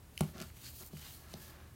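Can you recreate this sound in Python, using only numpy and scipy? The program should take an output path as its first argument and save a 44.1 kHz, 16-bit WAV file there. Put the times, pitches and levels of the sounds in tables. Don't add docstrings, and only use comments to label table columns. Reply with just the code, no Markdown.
import sys
import numpy as np
from scipy import signal
from scipy.fft import rfft, irfft
from scipy.io import wavfile

SR = 44100
rng = np.random.default_rng(int(sys.argv[2]) if len(sys.argv) > 2 else 0)


def to_wav(s):
    ch = np.atleast_2d(s).T
    pcm = np.round(np.clip(ch, -1, 1) * 32767)
    wavfile.write(sys.argv[1], SR, pcm.astype(np.int16))


N = 77175
TIME_S = np.arange(N) / SR


# (time [s], impulse level [dB], low edge [Hz], high edge [Hz])
CONTACTS = [(0.2079, -26, 10, 1700), (0.2521, -47, 10, 400), (0.4155, -51, 200, 900),
            (0.812, -61, 500, 1000), (0.9328, -42, 120, 480), (0.9520, -54, 10, 350),
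            (1.3392, -39, 300, 1100)]
# (frequency [Hz], gain [dB], t60 [s])
TABLE_MODES = [(153.5, 2.5, .145), (205, 7, .045), (250, -.6, .025), (366, -9, .12), (480, -21, .06),
               (562, -17, .07), (655, -16, .08), (772, -19, .045), (1062, -17, .05), (1388, -19, .05),
               (1670, -26, .05)]
# (frequency [Hz], gain [dB], t60 [s])
KNOCK_MODES = [(386, 0, 0.01), (746, 4.5, 0.011), (1090, 3, 0.0042)]
SWAY_HZ, SWAY_DB, SWAY_T60_S = 90.2, -5.5, 0.096

def thuds():
    push = np.zeros(N)
    for time_s, level_db, low_hz, high_hz in CONTACTS:
        impulse = from_db(level_db) * signal.unit_impulse(N, int(time_s * SR))
        push += cut(cut(impulse, high_hz, "low"), low_hz, "high", order=1)
    boom = ring(push, [(SWAY_HZ, SWAY_DB, SWAY_T60_S)])
    return ring(push, TABLE_MODES) - ring(push, KNOCK_MODES) + boom


# (time [s], level [dB], high edge [Hz], 20 dB decay [s], tag drive [dB])
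TICK_HITS = [(0.177, -34.5, 16100, 0.0016, -18), (0.1904, -48.5, 14100, 0.017, -36),
             (0.207, -32, 12900, 0.0016, -39), (0.2087, -23, 19100, 0.00082, -60),
             (0.211, -37, 11100, 0.0042, -38), (0.235, -44, 13000, 0.0026, -33),
             (0.381, -44.5, 5500, 0.0036, -31), (0.4019, -36.5, 9500, .003, -35),
             (0.4149, -37, 9500, .004, -35), (0.4228, -39, 9500, .005, -34),
             (0.5023, -48, 2000, 0.0025, -46), (0.57, -49.5, 2500, 0.004, -45),
             (0.8350, -55.5, 2520, 0.0036, -20), (0.9685, -45, 1490, 0.0056, -32),
             (1.027, -48.5, 4000, .004, -39), (1.108, -43, 4000, 0.0012, -37),
             (1.3393, -39, 6860, 0.0038, -39)]
# (frequency [Hz], gain [dB], t60 [s])
TAG_MODES = [(1990, 3, .009), (3030, 5, .008), (3950, -3, .005), (6400, 8, .004), (9850, 3, .004)]
TICK_LOW_HZ, SNAP_DB = 2000, 3

def ticks():
    direct, tag_drive = np.zeros(N), np.zeros(N)
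    for time_s, level_db, high_hz, decay_s, drive_db in TICK_HITS:
        envelope = (TIME_S >= time_s) * 10 ** (-np.abs(TIME_S - time_s) / decay_s)
        crunch = envelope * rng.choice([-1, 1], N)
        snap = from_db(SNAP_DB) * signal.unit_impulse(N, int(time_s * SR))
        bandwidth_gain = np.sqrt(SR / 2 / high_hz)
        tick = from_db(level_db) * cut(snap + crunch, high_hz, "low") * bandwidth_gain
        direct += tick
        tag_drive += from_db(drive_db) * tick
    return cut(direct + ring(tag_drive, TAG_MODES), TICK_LOW_HZ, "high", order=1)


# (peak time [s], rise sigma [s], fall sigma [s], level [dB],
# low edge [Hz], high edge [Hz], resonance [Hz], resonance gain [dB])
SPINE_STROKES = [(0.225, 0.054, 0.072, -58, 2380, 16100, 9860, -6),
                 (0.442, 0.059, 0.048, -59.5, 2560, 15400, 6160, -14),
                 (0.61, 0.051, 0.068, -58, 1950, 17900, 5600, -14),
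                 (0.672, .024, 0.016, -51.5, 2750, 7960, 4360, -3),
                 (0.68, 0.03, 0.042, -53.5, 3870, 18800, 6600, -18),
                 (0.804, 0.051, 0.034, -51.5, 4400, 18700, 8500, -18),
                 (0.868, 0.014, .016, -55, 6900, 18800, 14200, -17),
                 (0.984, 0.038, 0.1, -55.5, 2530, 15800, 2914, -14.5),
                 (1.061, 0.028, 0.035, -56, 1270, 7560, 3820, -4),
                 (1.115, 0.064, 0.082, -55.5, 4200, 18800, 8200, -24.5),
                 (1.321, 0.03, .02, -60, 2450, 13600, 3600, -14),
                 (1.433, 0.056, 0.064, -56, 3170, 18000, 4670, -17),
                 (1.52, 0.32, 0.13, -64, 870, 2980, 1700, -3.5)]
# (frequency [Hz], relative density [dB])
SPINE_SPECTRUM = [(500, 14.5), (1500, 6), (2400, 2.5), (3000, 4.5), (3500, 1.5), (4400, 4), (5300, -0.5),
                  (6500, 0), (9000, -0.5), (10800, -1.5), (14000, 4), (16000, 0)]
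SPINES_PER_S, SPINE_SPREAD_DB, SPINE_T60_CYCLES = 11000, 2.8, 55
FLUTTER_DB, FLUTTER_HZ = 1.34, 45

def spine_rustle():
    strokes = np.zeros(N)
    for peak_s, rise_s, fall_s, level_db, low_hz, high_hz, ring_hz, ring_db in SPINE_STROKES:
        sigma_s = np.where(TIME_S < peak_s, rise_s, fall_s)
        swell = np.exp(-((TIME_S - peak_s) / sigma_s) ** 2 / 2)
        flicks = coloured(grains(SPINES_PER_S, SPINE_SPREAD_DB), SPINE_SPECTRUM)
        hiss = unit_rms(cut(cut(flicks, low_hz, "high"), high_hz, "low"))
        mode = (ring_hz, 0, SPINE_T60_CYCLES / ring_hz)
        resonance = unit_rms(ring(np.diff(flicks, prepend=0), [mode]))
        strokes += from_db(level_db) * swell * unit_rms(hiss + from_db(ring_db) * resonance)
    return strokes * from_db(FLUTTER_DB * drift(FLUTTER_HZ))


# (time [s], level [dB])
SHOVE_LEVELS = [(0.27, -87), (0.29, -52.5), (0.315, -73), (0.345, -51.5), (0.385, -49), (0.431, -47),
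                (0.454, -76), (0.50, -85)]
# (time [s], level [dB])
SCUFF_LEVELS = [(0.795, -66), (0.815, -59), (0.835, -58), (0.86, -96)]
# (time [s], level [dB])
HAND_LEVELS = [(1.18, -84), (1.25, -63), (1.40, -66.5), (1.54, -65), (1.70, -68.5)]
# (frequency [Hz], relative density [dB])
GRIT_SPECTRUM = [(200, -27), (340, 16.5), (550, -3), (1400, 17), (2500, 8.5), (6000, 5), (16000, -42)]
SLIPS_PER_S, SLIP_SPREAD_DB = 1300, 2

def slide(levels, murmur_low_hz, grit_db):
    times_s, levels_db = np.transpose(levels)
    moving = (TIME_S > times_s[0]) * (TIME_S < times_s[-1])
    envelope = from_db(np.interp(TIME_S, times_s, levels_db)) * moving
    slips = grains(SLIPS_PER_S, SLIP_SPREAD_DB)
    murmur = unit_rms(cut(ring(slips, TABLE_MODES), murmur_low_hz, "high"))
    grit = from_db(grit_db) * coloured(slips, GRIT_SPECTRUM)
    return envelope * (murmur + grit)


ROOM_DB, ROOM_T60_S, ROOM_HIGH_HZ, ROOM_DELAY_S = -13.5, 0.24, 5700, 0.0078

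def room_reverb(x):
    envelope = np.exp(-np.log(1000) * TIME_S / ROOM_T60_S) * (TIME_S > ROOM_DELAY_S)
    tail = cut(rng.standard_normal(N), ROOM_HIGH_HZ, "low", order=1) * envelope
    tail /= np.sqrt(np.sum(tail ** 2))
    return from_db(ROOM_DB) * signal.fftconvolve(x, tail)[:N]


# (frequency [Hz], rms level [dB])
HUM_TONES = [(76.5, -60.5), (120, -66.5)]
# (frequency [Hz], relative density [dB])
NOISE_SPECTRUM = [(20, -25), (40, 0.5), (60, 0), (110, -3), (170, -8.5), (260, -12.5), (500, -18.5),
                  (1000, -22.5), (2000, -27.5), (5000, -32), (10000, -31), (16000, -31.5)]
WAVER_DB, WAVER_HZ, NOISE_DB = 2, 5, -57.5

def background():
    hum = np.zeros(N)
    for hz, level_db in HUM_TONES:
        amplitude = np.sqrt(2) * from_db(level_db + WAVER_DB * drift(WAVER_HZ))
        hum += amplitude * np.sin(2 * np.pi * (hz * TIME_S + rng.random()))
    return hum + from_db(NOISE_DB) * coloured(rng.standard_normal(N), NOISE_SPECTRUM)


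def from_db(db):
    return 10 ** (np.asarray(db) / 20)


def unit_rms(x):
    return x / np.sqrt(np.mean(x ** 2) + 1e-20)


def cut(x, hz, kind, order=2):
    sections = signal.butter(order, np.clip(hz, 10, .45 * SR), kind, fs=SR, output="sos")
    return signal.sosfilt(sections, x + 1e-18)


def coloured(x, spectrum):
    hz, db = np.transpose(spectrum)
    bins_hz = np.maximum(np.arange(N // 2 + 1) * SR / N, 1)
    gains = from_db(np.interp(np.log(bins_hz), np.log(hz), db))
    return unit_rms(irfft(rfft(x) * gains, N))


def drift(hz):
    return unit_rms(cut(rng.standard_normal(2 * N), hz, "low")[N:])


def ring(x, modes):
    ringing = np.zeros(N)
    for k, (hz, db, t60_s) in enumerate(modes):
        radius = np.exp(-np.log(1000) / (t60_s * SR))
        step_rad = 2 * np.pi * hz / SR
        feedback = [1, -2 * radius * np.cos(step_rad), radius * radius]
        ringing -= (-1) ** k * from_db(db) * signal.lfilter([0, np.sin(step_rad)], feedback, x + 1e-18)
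    return ringing


def grains(per_s, spread_db):
    sizes = from_db(spread_db * np.minimum(rng.exponential(1, N), 5))
    signs = rng.choice([-1, 1], N)
    return sizes * signs * (rng.random(N) < per_s / SR)


def scene():
    shove = slide(SHOVE_LEVELS, murmur_low_hz=280, grit_db=-8)
    scuff = slide(SCUFF_LEVELS, murmur_low_hz=500, grit_db=-13)
    hand = slide(HAND_LEVELS, murmur_low_hz=340, grit_db=-5.5)
    handling = thuds() + ticks() + spine_rustle() + shove + scuff + hand
    return np.tile(handling + room_reverb(handling) + background(), (2, 1))


MIC_LOW_HZ, CUTOFF_HZ = 31.4, 16100

def record(dry):
    steep_lowpass = signal.ellip(10, .1, 80, CUTOFF_HZ, fs=SR, output="sos")
    return signal.sosfilt(steep_lowpass, cut(dry, MIC_LOW_HZ, "high"))


dry = scene()
out = record(dry)
to_wav(out)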